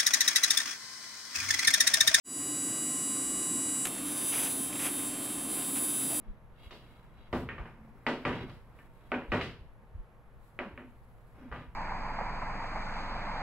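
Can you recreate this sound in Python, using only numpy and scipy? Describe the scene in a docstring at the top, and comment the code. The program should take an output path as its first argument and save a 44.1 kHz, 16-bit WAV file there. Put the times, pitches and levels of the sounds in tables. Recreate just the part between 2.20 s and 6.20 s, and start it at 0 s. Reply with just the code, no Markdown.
"""A small high-voltage transformer on a wooden table, close to the microphone, in a room with a fan.
At first the core whines over the fan's hum; its drive slips with a faint tick several times a second.
At 1.65 s an arc strikes with a double crack, loads the core and changes the whine.
From then on the arc hisses on a burning paper wad, and from 2.1 s it sizzles in bursts."""
import sys
import numpy as np
from scipy.fft import rfft, irfft, next_fast_len
from scipy.io import wavfile
from scipy.ndimage import map_coordinates

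SR = 44100
rng = np.random.default_rng(int(sys.argv[2]) if len(sys.argv) > 2 else 0)


def wrap_up_sound(samples):
    """Save the sound to the file named by the first command line argument, as 16-bit audio."""
    columns = np.atleast_2d(samples).T
    # keep every value between -1 and 1, then stretch to whole-number steps
    tamed = np.clip(columns, -1, 1)
    steps = np.round(tamed * 32767).astype(np.int16)
    wavfile.write(sys.argv[1], SR, steps)


N = 176400
T = np.arange(N) / SR

DRIVE_HZ, SWITCHES, CORE_RESONANCE_HZ = 243.68, 4, 6700
SLIP_START_S, SLIP_EVERY_S, SLIP_LENGTH_S = 0.1873, 0.1303, 0.0023
SLIP_RAD, SLIP_SPREAD_RAD, SLIP_BAND_HZ, SLIP_WIDTH_HZ = 2.3, 0.19, 7590, 283
STRIKE_S, CHANGEOVER_S, WARM_UP_S = 1.652, 0.011, 0.65

# The core's whine, idle and feeding the arc. Each row: multiple of the drive rate, base level in dB.
IDLE_PARTIALS = [(8, -60), (12, -54), (16, -55), (20, -56), (24, -55), (25, -63), (27, -64), (28, -51.5),
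                 (29, -54), (30, -51), (31, -42.5), (32, -38), (33, -48.5), (34, -58), (35, -59), (36, -42),
                 (37, -43), (39, -56), (40, -41.5), (41, -56), (42, -61), (43, -56), (44, -45), (45, -47.5),
                 (48, -57), (49, -58), (57, -65), (60, -66), (61, -64)]
LOADED_PARTIALS = [(11, -61), (13, -57), (15, -54.5), (16, -62), (17, -63), (19, -63), (20, -56.5),
                   (25, -56), (27, -62), (28, -59), (29, -63), (31, -49.5), (32, -49), (33, -50), (35, -60),
                   (36, -46.5), (37, -50), (39, -54), (40, -47), (41, -39.5), (42, -53), (43, -48.5),
                   (44, -44.5), (45, -44), (46, -57), (47, -60), (48, -52), (49, -49.5), (50, -62),
                   (51, -61), (53, -58), (55, -62), (56, -55.5), (60, -63), (61, -59), (64, -60)]
# Partials that settle as the circuit warms. Each row: multiple of the drive rate, starting offset in dB.
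COLD_OFFSETS = [(20, 4), (29, 6), (30, 4), (31, -9), (33, -13), (36, -6), (37, -6), (39, 7), (44, -5),
                (45, -6)]
# The arc's load on the core. Each row: time in seconds, shift of the whine in dB.
ARC_LOAD = [(1.68, -4.5), (1.76, -6.5), (1.87, -4), (1.93, -1.5), (2.0, -1.5), (2.1, 2), (2.14, 0),
            (2.21, 6), (2.26, 2.5), (2.35, 1.5), (2.39, 0), (2.43, 2), (2.53, -5.5), (2.63, 1),
            (2.72, -1.5), (2.87, -1), (2.93, -7.5), (3.03, -5), (3.09, -2.5), (3.29, -3), (3.33, 1),
            (3.48, 1), (3.6, 4), (3.7, 2.5), (3.78, 5), (3.87, 3.5), (4.0, 6)]
# Multiples of the drive rate that barely follow the load, and those that whistle up together.
STIFF_MULTIPLES = (31, 33, 35, 37, 45)
WHISTLING_MULTIPLES = (20, 25, 28, 40, 48)
# The swell of that whistle. Each row: time in seconds, shift in dB.
WHISTLE_SWELL = [(1.8, -10), (1.95, 1), (2.1, 6), (2.22, 3), (2.52, -8), (2.65, 1.5), (2.75, -5), (3.1, -9),
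                 (3.6, -0.5), (4.0, 1.5)]
# The arc's cracks and sizzling bursts. Each row: start in seconds, hold in seconds, level in dB.
ARC_CRACKS = [(1.6522, .006, -32.5), (1.669, 0.003, -33.5), (1.779, .005, -40.5)]
SIZZLE_BURSTS = [(2.119, .16, -41), (2.123, 0.03, -38.5), (2.526, 0.0072, -42), (2.553, .008, -42),
                 (2.591, 0.1, -39), (2.645, 0.026, -39), (2.787, 0.014, -47), (3.09, .006, -48),
                 (3.555, 0.03, -42.5), (3.81, .012, -46), (3.942, 0.012, -43)]
# The paper burning in the arc. Each row: time in seconds, hiss level in dB, flame level in dB.
BURN_LEVELS = [(1.66, -47, -50), (1.85, -45, -63), (2.03, -41.5, -57), (2.1, -43, -54), (2.19, -37, -51),
               (2.27, -37.5, -50), (2.32, -45.5, -55), (2.55, -48, -54), (2.655, -34.5, -49),
               (2.71, -43, -55), (3.0, -44, -52), (3.27, -47.5, -56), (3.38, -41.5, -45), (3.5, -44, -55.5),
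               (3.6, -44, -53), (3.78, -49, -60), (3.93, -41.5, -44.5), (4.0, -49, -55)]
# Each noise as it reaches the microphone. Each row: frequency in Hz, relative density in dB.
CRACK_SPECTRUM = [(200, -5), (700, 0), (3000, 3.5), (5000, -8.5), (7000, 0.5), (11300, 3), (13000, -13)]
HISS_SPECTRUM = [(300, -14), (1500, -3.5), (3000, -1.5), (4500, -13.5), (6300, -16.5), (7800, -1.5),
                 (9000, 1.5), (10300, 6), (11500, 2), (13000, -11), (16000, -7)]
FLAME_SPECTRUM = [(60, -26), (200, 12.5), (450, 9), (750, 11), (1200, -8.5), (1800, -10), (4000, -34),
                  (10000, -46)]
SIZZLE_SPECTRUM = [(150, -10), (450, -4), (800, 1), (1600, -1.5), (2400, 4), (3300, 1), (4500, -10.5),
                   (6500, -4.5), (8800, -26), (10600, 8), (11600, 2), (13000, -19), (16000, -36)]
TICK_SPECTRUM = [(3000, -14), (7400, -10), (10500, -1), (13000, -24)]
AIR_SPECTRUM = [(25, -45), (60, -21), (160, -9.5), (220, -4), (280, -1.5), (340, -5.5), (430, -15),
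                (700, -16.5), (900, -22.5), (1100, -16.5), (1700, -25), (2800, -24), (3700, -37),
                (12000, -27.5), (16000, -50)]
# Fan and mains hum in the room. Each row: frequency in Hz, level in dB.
HUM_TONES = [(49.5, -67.5), (120, -65), (130, -61.5), (270.5, -50), (294, -49), (391, -61.5), (915, -67.5),
             (1044, -60.5), (1174, -64.5), (1549, -65), (1707, -69)]
# Stereo width of the noises. Each row: frequency in Hz, side against mid in dB.
STEREO_WIDTH = [(50, -23), (270, -27.5), (600, -14), (1200, -9), (2000, -22.5), (6000, -58), (12000, -4)]
# Balance at the microphone. Each row: frequency in Hz, left minus right in dB.
STEREO_BALANCE = [(200, 0), (700, -1), (1500, -1.3), (2600, .2), (7000, -.6)]


def transformer():
    """Close up, the core settles into a steady whine, then follows the unsteady load of the arc."""
    cold = np.exp(-(T / WARM_UP_S) ** 2)
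    load_db, = curves(ARC_LOAD)
    whistle_db, = curves(WHISTLE_SWELL)

    def cold_shift(k):
        return dict(COLD_OFFSETS).get(k, 0) * cold

    def load_shift(k):
        if k in WHISTLING_MULTIPLES:
            return whistle_db
        stiff = k in STIFF_MULTIPLES or k * DRIVE_HZ < CORE_RESONANCE_HZ
        return 0.18 * load_db if stiff else load_db

    idle = whine(IDLE_PARTIALS, cold_shift, weak_db=-71, drift_db=0.8, scatter_rad=1.15)
    loaded = whine(LOADED_PARTIALS, load_shift, weak_db=-67.5, drift_db=1.8, scatter_rad=1.68)
    flutter = amp(-1 + 0.7 * wobble(40))
    struck = np.clip((T - STRIKE_S) / CHANGEOVER_S, 0, 1)
    return (1 - struck) * idle + struck * flutter * loaded


def whine(partials, shift_db, weak_db, drift_db, scatter_rad):
    """The core sings at harmonics of the drive; each slip jumps their phases, most of all in one band."""
    count, since = np.divmod(T - SLIP_START_S + SLIP_EVERY_S, SLIP_EVERY_S)
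    slips = count + np.clip(since / SLIP_LENGTH_S, 0, 1)
    ring, levels = ring_phases(partials), dict(partials)
    out = np.zeros((2, N))
    for k in range(min(levels), max(levels) + 1):
        hz = k * DRIVE_HZ
        scatter, lean = rng.standard_normal(2)
        jumps = SLIP_SPREAD_RAD * np.interp(slips, np.arange(40), rng.standard_normal(40))
        in_band = np.exp(-((hz - SLIP_BAND_HZ) / SLIP_WIDTH_HZ) ** 4)
        step = SLIP_RAD * in_band if k % SWITCHES else 0
        phase = 2 * np.pi * hz * T + ring[k] + scatter_rad * scatter + step * slips + jumps
        level = amp(levels.get(k, weak_db) + shift_db(k) + drift_db * wobble(9))
        side = amp(-18) * np.sign(lean) * np.sin(phase)
        out += np.sqrt(2) * level * (np.cos(phase) + np.outer([1, -1], side))
    return out


def ring_phases(partials):
    """A phase for each harmonic such that every cycle starts sharply and rings out (minimum phase)."""
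    multiple, db = np.transpose(partials)
    levels = np.full(73, db.min())
    levels[np.round(multiple).astype(int)] = db
    cepstrum = irfft(np.log(amp(levels)))
    return 2 * rfft(cepstrum[:len(levels) - 1], len(cepstrum)).imag


def arc():
    """The arc cracks as it strikes and sputters, hisses and sizzles on the paper, and feeds a flame."""
    hiss_db, flame_db = curves(BURN_LEVELS)
    crack = discharges(ARC_CRACKS, release_s=0.0076) * noise(CRACK_SPECTRUM, amp(2.2 * wobble(900)))
    hiss = amp(hiss_db + 1.4 * wobble(45)) * noise(HISS_SPECTRUM, sparks(pulse_db=4.5, grain_db=1.5))
    flame = amp(flame_db + 2.0 * wobble(22.11)) * noise(FLAME_SPECTRUM)
    sizzle_level = discharges(SIZZLE_BURSTS, release_s=0.0099) * amp(0.8 * wobble(60))
    sizzle = sizzle_level * noise(SIZZLE_SPECTRUM, sparks(pulse_db=1.5, grain_db=-0.5))
    return crack + sizzle + (T > STRIKE_S) * (hiss + flame)


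def discharges(rows, release_s, attack_s=0.0006):
    """Envelope of a run of discharges: each rises fast, holds and dies away."""
    power = np.zeros(N)
    for start, hold, db in rows:
        rise = np.clip((T - start) / attack_s, 0, 1)
        fall = np.exp(-np.maximum(T - start - hold, 0) / release_s)
        power += (amp(db) * rise * fall) ** 2
    return np.sqrt(power)


def sparks(pulse_db, grain_db):
    """The discharge swells once a drive cycle, with uneven strength."""
    return amp(pulse_db * np.sin(2 * np.pi * DRIVE_HZ * T) + grain_db * wobble(700))


def ticks(level_db=-39.5, decay_s=0.0032):
    """Each slip of the drive jolts the core: a faint, bright tick."""
    since = (T - SLIP_START_S) % SLIP_EVERY_S
    return amp(level_db) * np.exp(-since / decay_s) * noise(TICK_SPECTRUM)


def fan(air_db=-43.5, waver_db=2.5, waver_rad=0.56):
    """In the background, the cooling fan moves air over slightly wavering fan and mains tones."""
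    hum = np.zeros(N)
    for hz, db in HUM_TONES:
        level = amp(db + waver_db * wobble(7.3))
        hum += level * np.sin(2 * np.pi * hz * T + waver_rad * wobble(9))
    return amp(air_db) * noise(AIR_SPECTRUM) + np.sqrt(2) * hum


def noise(spectrum, gate=1):
    """Stereo noise of rms 1, chopped by the gate before it is coloured."""
    def colour(hz):
        mid_db = along(spectrum, hz)
        return amp([mid_db, mid_db + along(STEREO_WIDTH, hz)])

    mid, side = filtered(rng.standard_normal((2, N)) * gate, colour)
    stereo = np.array([mid + side, mid - side])
    return stereo / np.sqrt(np.mean(stereo ** 2) + 1e-20)


def amp(db):
    """Decibels to gain."""
    return 10 ** (np.asarray(db) / 20)


def along(points, hz):
    """Read (Hz, value) points on a log axis."""
    freqs, values = np.transpose(points)
    return np.interp(np.log(hz + 1), np.log(freqs + 1), values)


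def curves(rows):
    """One value per sample for each column after the time."""
    times, *columns = np.transpose(rows)
    return [np.interp(T, times, column) for column in columns]


def wobble(rate):
    """A smooth random curve, rate knots a second."""
    coarse = T[::32]
    knots = rng.standard_normal(4096)
    return np.interp(T, coarse, map_coordinates(knots, [coarse * rate], mode='wrap'))


def filtered(x, response):
    """Filter x by a gain given as a function of frequency."""
    size = next_fast_len(N + SR // 2)
    return irfft(rfft(x, size) * response(np.fft.rfftfreq(size, 1 / SR)), size)[..., :N]


def scene():
    """All sources meet at the microphone, a little to the right of centre."""
    mix = transformer() + ticks() + arc() + fan()
    return filtered(mix, lambda hz: amp(np.outer([0.5, -0.5], along(STEREO_BALANCE, hz))))


def record(dry):
    """The recorder fades in and keeps nothing above its band limit."""
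    start_s, knee_s, rise_s, top_hz = 0.047, 0.003, 0.097, 15800
    since = knee_s * np.logaddexp(0, (T - start_s) / knee_s)
    fade = 1 - np.exp(-since / rise_s)
    return filtered(dry * fade, lambda hz: hz < top_hz)


dry = scene()
out = record(dry)
wrap_up_sound(out)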